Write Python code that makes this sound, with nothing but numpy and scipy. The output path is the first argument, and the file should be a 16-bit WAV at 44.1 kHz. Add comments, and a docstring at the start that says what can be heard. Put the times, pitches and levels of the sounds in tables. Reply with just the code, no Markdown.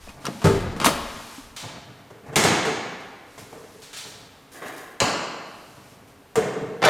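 """Opening a pickup's hood in a garage

Two close capsules in the driver's footwell: a plastic lever pulls the cable, the latch pops and
chatters, and the lever snaps back. Then from a few steps in front of the truck: the safety catch
clanks, the sheet-steel hood is lifted, and the prop rod is tugged from its clip and knocked into its
slot. Each blow is a crack, a rattle, ringing modes and echoes; overalls rustle in between."""
import sys
import numpy as np
from scipy import signal
from scipy.fft import rfft, irfft
from scipy.io import wavfile

SR = 44100
rng = np.random.default_rng(int(sys.argv[2]) if len(sys.argv) > 2 else 0)


def master(y):
    """Save y as 16-bit WAV."""
    cut = np.clip(np.atleast_2d(y).T, -1, 1)
    pcm = np.round(cut * 32767)  # scale
    wavfile.write(sys.argv[1], SR, pcm.astype(np.int16))


N = 304016
SIZE = 65536   # samples in one blow with its echoes
TIME, HZ = np.arange(SIZE) / SR, np.fft.rfftfreq(SIZE, 1 / SR)


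def from_db(db):
    """Decibels to gain."""
    return 10 ** (np.asarray(db) / 20)


def unit(x):
    """Scale to an energy of one."""
    return x / np.sqrt(np.sum(x ** 2) + 1e-20)


def at_hz(points, hz):
    """Read a table on a log-frequency axis."""
    known_hz, values = np.transpose(points)
    return np.interp(np.log(np.maximum(hz, 1)), np.log(known_hz), values)


def add(out, sound, s):
    """Mix a sound in from time s on."""
    start = max(round(s * SR), 0)
    out[start:start + len(sound)] += sound[:N - start]


def crowded_modes(depth_db, spacing_hz):
    """Countless overlapping resonances, as dB ripples along frequency; the bass has few of them."""
    ripples = np.clip(rng.standard_normal(SIZE), -3, 1.3)
    return depth_db * HZ / (HZ + 250) * np.interp(HZ / spacing_hz, np.arange(SIZE), ripples)


def noise(colour, ripple_db=0):
    """Steady noise of a given colour, rms 1."""
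    gain = from_db(at_hz(colour, HZ) + crowded_modes(ripple_db, spacing_hz=35.6))
    spectrum = rfft(rng.standard_normal(N)) * np.interp(np.fft.rfftfreq(N, 1 / SR), HZ, gain)
    return unit(irfft(spectrum, N)) * np.sqrt(N)


def strokes(rows, attack_s, release_t60):
    """Gain of a run of movements: each swells, holds for its length and dies away."""
    t, power = np.arange(N) / SR, 0
    for s, length, db in rows:
        rise_s = attack_s + 0.079 * length   # a long movement gathers speed more slowly
        swell = 1 - np.exp(-np.maximum(t - s, 0) / rise_s)
        release_db = -60 * np.maximum(t - s - length, 0) / release_t60
        power = power + (swell * from_db(db + release_db)) ** 2
    return np.sqrt(power)


def grain(per_s, depth_db):
    """Uneven catching and slipping of a rubbed surface, as a gain."""
    return from_db(depth_db * np.interp(np.arange(N) * per_s / SR, np.arange(N), rng.standard_normal(N)))


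def coloured(x, colour_db, tilt):
    """Minimum-phase filter with this colour and tilt (dB/octave); white input keeps its energy."""
    gain = from_db(colour_db + tilt * np.log2(np.maximum(HZ, 200) / 1000))
    cepstrum = irfft(np.log(gain / np.sqrt(np.mean(gain ** 2))))
    cepstrum[1:SIZE // 2] *= 2
    cepstrum[SIZE // 2 + 1:] = 0
    return irfft(rfft(x) * np.exp(rfft(cepstrum)))


def tails(decay, count):
    """Diffuse echoes: noise in overlapping bands, each dying at its own rate; one tail a row."""
    centres, t60s = np.transpose(decay)
    white = rfft(rng.standard_normal((count, SIZE)))
    bands = [at_hz(np.c_[centres, own], HZ) for own in np.eye(len(centres))]
    return sum(irfft(white * band) * from_db(-60 * TIME / t60) for band, t60 in zip(bands, t60s))


def blows(rows, colour, decay, crack_db, tail_db, ripple_db=3):
    """Each blow is a crack, a dense short rattle of the part and the echoes of the space."""
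    out = np.zeros(N)
    body_db = at_hz(colour, HZ) + crowded_modes(ripple_db, spacing_hz=45.26)
    build_up = 1 - np.exp(-TIME / 0.0036)   # echoes take a moment to gather
    for (s, db, tilt, rattle_t60), tail in zip(rows, tails(decay, count=len(rows))):
        rattle = unit(rng.standard_normal(SIZE) * from_db(-60 * TIME / rattle_t60))
        rattle[0] += from_db(crack_db)
        echoes = from_db(tail_db) * unit(tail * build_up)
        add(out, from_db(db) * coloured(rattle + echoes, body_db, tilt), s)
    return out


def ring(hz, db, t60):
    """One decaying mode."""
    return np.sin(2 * np.pi * hz * TIME) * from_db(db - 60 * TIME / t60)


def ringing(rows, modes, share_db):
    """The lasting modes of a part; the point of contact decides how strongly each answers a blow."""
    out = np.zeros(N)
    rings = np.array([ring(*mode) for mode in modes])
    octaves = np.log2(np.array(modes)[:, 0])
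    for s, db, tilt, _ in rows:
        strengths = from_db(tilt * octaves + rng.normal(0, 0.61, len(modes)))
        signs = rng.choice([-1, 1], len(modes))
        add(out, from_db(db + share_db) * unit((strengths * signs) @ rings), s)
    return out


def notes(rows, attack_s=0):
    """Single modes, each struck at its own time."""
    out = np.zeros(N)
    swell = 1 - np.exp(-TIME / attack_s) if attack_s else 1
    for s, hz, db, t60 in rows:
        add(out, ring(hz, db, t60) * swell, s)
    return out


# room tone of the garage: (frequency [Hz], level [dB])
AIR_COLOUR = [(15, -50), (25, -5.5), (53, -9.5), (102, 0), (236, -4), (277, 2.5), (344, -11), (405, -1.5),
              (516, -6), (936, -8), (6560, -25), (14800, -28), (16000, -49)]

def garage_air():
    """Still air all around the microphones: a faint, low noise."""
    return from_db(-52) * noise(AIR_COLOUR, ripple_db=0.5)


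# in the cab, strongest after latch and lever: (start [s], length [s], level [dB])
BOOM = [(0.0, .04, -43.5), (.455, 0.26, -36), (.9, 0.082, -37), (1.405, .02, -49)]
# its rumble: (frequency [Hz], level [dB])
BOOM_COLOUR = [(15, -18), (28, -11), (37, -12), (50, -15), (90, -20), (200, -75)]

def cab_boom():
    """The cab booms around the microphones as the body rocks."""
    return strokes(BOOM, attack_s=0.011, release_t60=0.66) * noise(BOOM_COLOUR)


# the arm reaches in and draws back: (start [s], length [s], relative level [dB])
SLEEVE = [(0.0, 0.071, -53.5), (.2, 0.22, -51.5), (.96, .42, -48.5)]
# cloth at close range: (frequency [Hz], level [dB])
CLOTH_NEAR = [(290, -38), (500, -33), (819, -3), (1090, -8), (1510, -9.5), (5630, -11), (12000, -18.5),
              (16000, -34)]

def sleeve():
    """A sleeve brushes the dashboard, close to the microphones."""
    movement = from_db(3.5) * strokes(SLEEVE, attack_s=0.0058, release_t60=0.86)
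    return movement * noise(CLOTH_NEAR) * grain(320, depth_db=0.5)


# clicks in the footwell: (time [s], energy [dB], brightness [dB/octave], rattle t60 [s])
LEVER = [(.075, -14, -7, 0.042), (.092, -16.5, 0, 0.11), (.246, -9.5, -4.5, 0.092), (.254, -5.5, 3, 0.055),
         (.268, -1.5, -1.5, 0.049), (.283, 0, -9.5, 0.17), (.418, -4.5, -1, 0.21), (.801, 2, -1, 0.049),
         (.815, 6, -1, 0.5), (.845, 11, 1.5, 0.032), (.855, 9, 9, 0.15), (.860, 12.5, -2.5, 0.048),
         (.867, 12, -2, 0.084), (.874, 10.5, -4, 0.16), (.887, 2, 0.5, 0.24)]
# the plastic, close up: (frequency [Hz], level [dB])
LEVER_COLOUR = [(41, -63), (70, -44), (145, -9.5), (228, -3), (336, -2.5), (385, -5), (727, -2),
                (797, -6.5), (1100, 1), (1510, -4), (2600, -5.5), (4690, -10.5), (10600, -19.5),
                (16000, -40)]
# its modes: (frequency [Hz], level [dB], t60 [s])
LEVER_MODES = [(144.2, 13, 0.21), (233, -5, 2.9), (387, -4, 1.35), (576.4, 4, 0.79), (831, 7, 0.71),
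               (1090, -12, .3), (1108, -3, 1.56), (1300, -9, 0.96), (1980, -12, 0.73)]
# pivot and stops ping as they slip: (time [s], frequency [Hz], peak [dB], t60 [s])
PIVOT_PINGS = [(.085, 2500, -39, 0.083), (0.253, 1360, -24, 0.056), (.254, 8900, -40, .03),
               (0.267, 5630, -17.5, 0.0094)]
# echoes inside the cab: (frequency [Hz], t60 [s])
CAB_DECAY = [(60, 0.71), (250, 1.14), (1100, 1.41), (4000, 1.22), (9000, 0.68), (15000, 0.63)]

def release_lever():
    """The plastic lever is taken up, then let go against the dashboard."""
    clicks = blows(LEVER, LEVER_COLOUR, CAB_DECAY, crack_db=-8, tail_db=-9.5)
    return clicks + ringing(LEVER, LEVER_MODES, share_db=-9) + notes(PIVOT_PINGS)


# steps and shifts in both places: (start [s], length [s], relative level [dB])
SHUFFLE = [(.08, 0.27, -39.5), (1.12, .15, -45), (1.625, 0.11, -36), (1.945, 0.037, -43.5),
           (2.23, 0.14, -38), (3.375, .008, -38), (4.05, 0.099, -44), (5.76, .22, -47)]
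# their dull scuff: (frequency [Hz], level [dB])
SHUFFLE_COLOUR = [(29, -50), (50, -15), (123, 8), (176, -1), (345, -1), (420, -9), (528, -12), (686, -9.5),
                  (1240, -14.5), (2500, -20.5), (3250, -73), (5500, -120)]

def shuffling():
    """Feet and body shuffle, catching and slipping."""
    movement = from_db(-5.5) * strokes(SHUFFLE, attack_s=0.0021, release_t60=0.89)
    return movement * noise(SHUFFLE_COLOUR, ripple_db=8.5) * grain(30, depth_db=3.5)


# thumps just above the footwell: (time [s], frequency [Hz], level [dB], t60 [s])
THUMPS = [(.4445, 158, -8, 0.18), (0.471, 470, -27, 0.18), (0.35, 212, -26.5, 0.083),
          (1.381, 271, -27.5, 0.072)]

def dashboard():
    """The cable jerks and the dashboard, a moment behind, thumps."""
    return notes(THUMPS, attack_s=0.0023)


# the latch trips and settles: (time [s], energy [dB], brightness [dB/octave], rattle t60 [s])
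LATCH = [(.443, 7.5, 1.5, 0.094), (.605, -8, 2, 0.055), (.665, -2.5, -7, .25), (0.719, -10, 0.5, 0.093),
         (.765, -3.5, 1, 0.18)]
# heard from the cab, through the bulkhead: (frequency [Hz], level [dB])
LATCH_COLOUR = [(29, -45), (50, -40), (87, 4), (119, -0.5), (291, -7), (398, -6), (507, -12), (884, -17),
                (1020, -22.5), (1240, -19.5), (3030, -31.5), (8140, -37.5), (12300, -47.5), (16000, -59)]
# its modes: (frequency [Hz], level [dB], t60 [s])
LATCH_MODES = [(96.9, -6, 0.81), (159, 0, 0.19), (180, -5, 0.98), (395.6, 3, 0.41), (456, 2, 0.26),
               (612, -4, 0.27), (876, -6, 0.24), (1280, -3, 0.13)]

def latch():
    """The hood jumps on its spring and the freed latch chatters, ever slower, weaker and looser."""
    pop_s, pop_db, fade_db_per_s, tilt = 0.447, 13, 105, 0.7
    rows, after_s = list(LATCH), 0
    for k in range(5):
        rattle_t60 = 0.14 * 1.27 ** k
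        rows.append((pop_s + after_s, pop_db - fade_db_per_s * after_s, tilt, rattle_t60))
        after_s += 0.0085 * 1.8 ** k
    chatter = blows(rows, LATCH_COLOUR, CAB_DECAY, crack_db=-6, tail_db=-4, ripple_db=2.5)
    return chatter + ringing(rows, LATCH_MODES, share_db=-3)


# quick scuffs out in the garage: (time [s], energy [dB], brightness [dB/octave], t60 [s])
SWISHES = [(1.564, -6, -1, 0.26), (1.60, -9.5, -1.5, .35), (1.68, -13, -5.5, 0.4), (3.82, -13.5, 0, 0.81),
           (3.93, -7, -1, 0.98), (3.965, -6, 0.5, 0.48), (4.06, -16.5, 4.5, 0.96)]
# the arms rise with the hood, then with the rod: (start [s], length [s], level [dB])
RUSTLE = [(2.258, .02, -63), (3.25, 0.6, -56), (3.38, 0.018, -48), (5.44, .5, -57.5), (6.07, 0.01, -59)]
# swish and rustle from a few steps away: (frequency [Hz], level [dB])
SWISH_COLOUR = [(350, -39), (600, -8.5), (1160, -7), (1280, -5), (1410, -6), (3780, -0.5), (8620, -6.5),
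                (16000, -22)]
CLOTH_FAR = [(1470, -28), (2500, -7.5), (4990, -8.5), (5690, -8), (12300, -14), (16000, -29)]
# echoes of the garage: (frequency [Hz], t60 [s])
GARAGE_DECAY = [(80, 0.6), (210, 1.35), (560, 1.5), (1500, 1.56), (4000, 1.27), (7000, 0.93), (10000, 0.58),
                (15000, 0.42)]

def overalls():
    """Rubbing cloth swishes and rustles, farther from the microphones."""
    swishes = blows(SWISHES, SWISH_COLOUR, GARAGE_DECAY, crack_db=-21, tail_db=0)
    movement = strokes(RUSTLE, attack_s=0.0027, release_t60=0.48)
    return swishes + movement * noise(CLOTH_FAR) * grain(600, depth_db=1)


# hands, hinges and rod tip knock: (time [s], energy [dB], brightness [dB/octave], rattle t60 [s])
HOOD_KNOCKS = [(2.104, -13.5, 0.5, 0.082), (2.262, -11.5, 0, 0.49), (2.328, -2.5, 0, 0.36),
               (3.379, -13.5, 4, 0.08), (3.528, -8.5, 0, 0.076), (3.64, -18, 0, 0.054),
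               (4.05, -16.5, 0.5, 0.25), (6.356, 6, 3.5, 0.1), (6.367, 7, -1, 0.16),
               (6.378, 8, -1.5, 0.041), (6.453, -5, -0.5, 0.11), (6.570, -3.5, -9.5, 0.042),
               (6.620, -2.5, -8, .08)]
# the panel from in front of the truck: (frequency [Hz], level [dB])
HOOD_COLOUR = [(41, -33), (70, -31.5), (129, -13.5), (240, -16), (314, -7.5), (360, -14.5), (451, -2),
               (541, -17), (606, -11.5), (934, -18), (1690, -23), (4690, -42), (7220, -39), (16000, -61.5)]
# its modes: (frequency [Hz], level [dB], t60 [s])
HOOD_MODES = [(133, -13, 2.7), (191, -2.5, 1.6), (311, -8, 1.0), (438, 3, 0.83), (430, -7, 0.26),
              (615, 11.5, 0.47), (560, 5, .5), (726, 3, .5), (870, 2, 0.48), (1260, -18, 0.87),
              (1440, -9, 0.59), (1670, -4, 1.0), (2160, -5, 1.0)]
# its hollow note as it flexes: (time [s], frequency [Hz], level [dB], t60 [s])
HOOD_FLEX = [(2.365, 432, -13.5, 0.13), (2.441, 436, -12, 0.12), (2.668, 438, -14, 0.17),
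             (3.522, 435, -30, 0.085), (6.370, 452.5, -7.5, 0.15), (6.561, 440, -12.5, 0.078),
             (6.615, 450, -15.5, 0.14)]

def hood():
    """Sheet steel is knocked and flexes; a few steps away, the echoes match the direct sound."""
    knocks = blows(HOOD_KNOCKS, HOOD_COLOUR, GARAGE_DECAY, crack_db=-20, tail_db=-0.5)
    flex = notes(HOOD_FLEX, attack_s=0.0092)   # the wide sheet takes a few cycles to get going
    return knocks + ringing(HOOD_KNOCKS, HOOD_MODES, share_db=-7.5) + flex


# under the hood's front edge: (time [s], energy [dB], brightness [dB/octave], rattle t60 [s])
CATCH = [(2.358, 11, 4, 0.1), (2.364, 8.5, -2, 0.037), (2.376, 8, -3.5, 0.087), (2.437, 8, 2.3, 0.11),
         (2.451, 9, -2, 0.083), (2.476, 0, -8.5, 0.21), (2.528, -3.5, 0.5, 0.055), (2.650, 1.5, -1, 0.12),
         (2.678, -2, -1.5, 0.18), (3.005, -29, 5, .05)]
# the catch from a few steps away: (frequency [Hz], level [dB])
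CATCH_COLOUR = [(40, -28), (75, -11), (115, -1.5), (260, -4.5), (440, -0.5), (560, -6.5), (730, -3),
                (1050, -7), (1950, -4.5), (3900, -13), (6800, -15.5), (8300, -19), (12000, -28.5),
                (16000, -45)]
# modes of catch and spring: (frequency [Hz], level [dB], t60 [s])
CATCH_MODES = [(145, 3, 0.55), (372, -4, 1.2), (445, -12, 0.8), (425, 1, 1.2), (790, 11.5, 1.5),
               (1229.7, -1.5, 2.3), (1970, -4, 3.2), (2000, -4, 0.91), (2250, -10, .9), (2250, -13, 1.9),
               (2600, -12, 1.1), (3180, 11, 0.62)]
SPRING_MODES = [(5017, -1, .7), (5460, -12, 1), (6040, -7, 1), (6200, -4, 1), (6440, -6, .5),
                (6578, 10, 1.0), (7747, -5, 0.6), (9000, -6, 0.64), (10090, -12, 0.5)]

def safety_catch():
    """The steel catch clanks and sets the latch spring singing."""
    clanks = blows(CATCH, CATCH_COLOUR, GARAGE_DECAY, crack_db=-26, tail_db=2.5)
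    spring = ringing(CATCH, SPRING_MODES, share_db=-18)
    return clanks + ringing(CATCH, CATCH_MODES, share_db=-10.5) + spring


# tugs on the prop rod: (start [s], length [s], groan [dB], hiss [dB])
TUGS = [(4.514, 0.02, -51, -47.5), (4.543, 0.017, -43.5, -64), (4.616, 0.022, -35.5, -53),
        (4.65, .025, -50.5, -47.5), (4.757, 0.029, -44.5, -48.5)]
# groan and dry hiss from a few steps away: (frequency [Hz], level [dB])
GROAN_COLOUR = [(150, -39), (250, -7.5), (420, -3), (631, -7.5), (737, 0), (908, -11.5), (1150, -2.5),
                (1270, -11), (1770, -5), (3000, -20.5), (3900, -19), (6600, -120)]
HISS_COLOUR = [(1500, -30), (2500, -9), (5000, -4), (10400, -4.5), (13200, -8), (16000, -19)]

def rod_drag():
    """The rod drags through its clip: a groan lingers in the garage, a hiss dies quickly."""
    groan = strokes([(s, length, db) for s, length, db, _ in TUGS], attack_s=0.0027, release_t60=1.32)
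    groan *= noise(GROAN_COLOUR, ripple_db=4.5) * grain(90, depth_db=-0.5)
    hiss = strokes([(s, length, db) for s, length, _, db in TUGS], attack_s=0.008, release_t60=0.66)
    hiss *= noise(HISS_COLOUR, ripple_db=5) * grain(900, depth_db=2.5)
    return groan + hiss


# rod against clip: (time [s], energy [dB], brightness [dB/octave], rattle t60 [s])
ROD_SNAPS = [(4.621, -14, -3, 0.04), (4.655, -12.5, -2.5, 0.11), (5.0025, 7.5, 5.5, 0.027),
             (5.007, 6.5, -1.5, 0.18), (5.018, 7.5, -3, 0.072), (5.028, -1, -1.5, 0.013),
             (5.040, 3, -4, 0.0082)]
# the rod from a few steps away: (frequency [Hz], level [dB])
ROD_COLOUR = [(30, -26), (90, -13.5), (170, -5), (300, -6), (650, -2.5), (1200, -1), (1950, -9.5),
              (3000, -7), (3550, -17.5), (4200, -8.5), (5100, -15), (7300, -16.5), (8600, -27),
              (16000, -46)]
# its modes: (frequency [Hz], level [dB], t60 [s])
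ROD_MODES = [(452, -1, 1.9), (618, 9, 1.1), (887, 5, 0.95), (1060, -18, 0.54), (1172, 5, 1.3),
             (1635, 3, 0.97), (2323, 4, 0.52), (2850, 0, 0.63), (3820, -5, 0.65), (4100, -17, 1.1),
             (4450, -5, 0.85), (4520, -17, 0.76), (6260, -8, 0.56), (6450, 1, 0.18)]

def rod_unclipped():
    """The steel rod works loose, snaps out of its clip and rings."""
    snaps = blows(ROD_SNAPS, ROD_COLOUR, GARAGE_DECAY, crack_db=-27, tail_db=0.5, ripple_db=3.5)
    return snaps + ringing(ROD_SNAPS, ROD_MODES, share_db=-5)


# rod against raised hood: (time [s], energy [dB], brightness [dB/octave], rattle t60 [s])
SLOT = [(6.819, 3, -1.5, 0.074), (6.826, 8, -1, 0.059), (6.838, 15.5, -2, 0.13), (6.850, 12.5, 2.5, 0.067),
        (6.859, 15, -2.5, 0.083), (6.876, 11, -1, 0.051), (6.885, 13, -1.5, .08)]
# the slot from in front of the truck: (frequency [Hz], level [dB])
SLOT_COLOUR = [(41, -39), (70, -32), (162, -9), (244, -24), (307, -8), (727, -3), (913, -5.5), (1470, -4.5),
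               (3110, -16.5), (3410, -14), (7390, -25), (14300, -41), (16000, -61)]

def rod_seated():
    """The rod scrapes into its slot and takes the weight; hood and rod both ring."""
    scrape = blows(SLOT, SLOT_COLOUR, GARAGE_DECAY, crack_db=-18, tail_db=-13, ripple_db=5.5)
    return scrape + ringing(SLOT, HOOD_MODES, share_db=-7.5) + ringing(SLOT, ROD_MODES, share_db=-10)


def capsules(mid, width, lean):
    """Two close capsules hear nearly the same, with small differences of level and phase."""
    hz = np.fft.rfftfreq(N, 1 / SR)
    level_apart = (from_db(at_hz(lean, hz)) - 1) / 2
    phase_apart = 1j * from_db(at_hz(width, hz))
    side = irfft(rfft(mid) * (level_apart + phase_apart), N)
    return np.array([mid + side, mid - side])


# width at the microphone pair in each place: (frequency [Hz], side minus mid [dB])
CAB_WIDTH = [(60, -27), (150, -31), (380, -24), (950, -24), (2380, -26), (5980, -26), (15000, -36)]
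GARAGE_WIDTH = [(60, -26), (200, -20.5), (380, -22), (700, -21), (1290, -29), (2380, -32), (4400, -39.5),
                (15000, -31)]
# its balance in each place: (frequency [Hz], left minus right [dB])
CAB_LEAN = [(60, 1.5), (150, -1), (380, 1.5), (950, 2.5), (2380, 1), (5980, 1), (15000, -0.5)]
GARAGE_LEAN = [(60, 0.0), (150, -0.5), (380, 0.0), (950, 0.088), (2380, 0.0), (5980, 0.0), (15000, 0.0)]

def scene():
    """The release in the cab, then the work at the front of the truck, over the air of the garage."""
    cab = cab_boom() + release_lever() + dashboard() + latch()
    person = sleeve() + shuffling() + overalls()
    steel = hood() + safety_catch() + rod_drag() + rod_unclipped() + rod_seated()
    garage = garage_air() + person + steel
    return capsules(cab, CAB_WIDTH, CAB_LEAN) + capsules(garage, GARAGE_WIDTH, GARAGE_LEAN)


def record(dry):
    """Peaks are rounded and the top is cut."""
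    cutoff_hz = 16100
    lowpass = signal.ellip(10, .1, 90, cutoff_hz, fs=SR, output="sos")
    return signal.sosfilt(lowpass, np.tanh(dry))


dry = scene()
out = record(dry)
master(out)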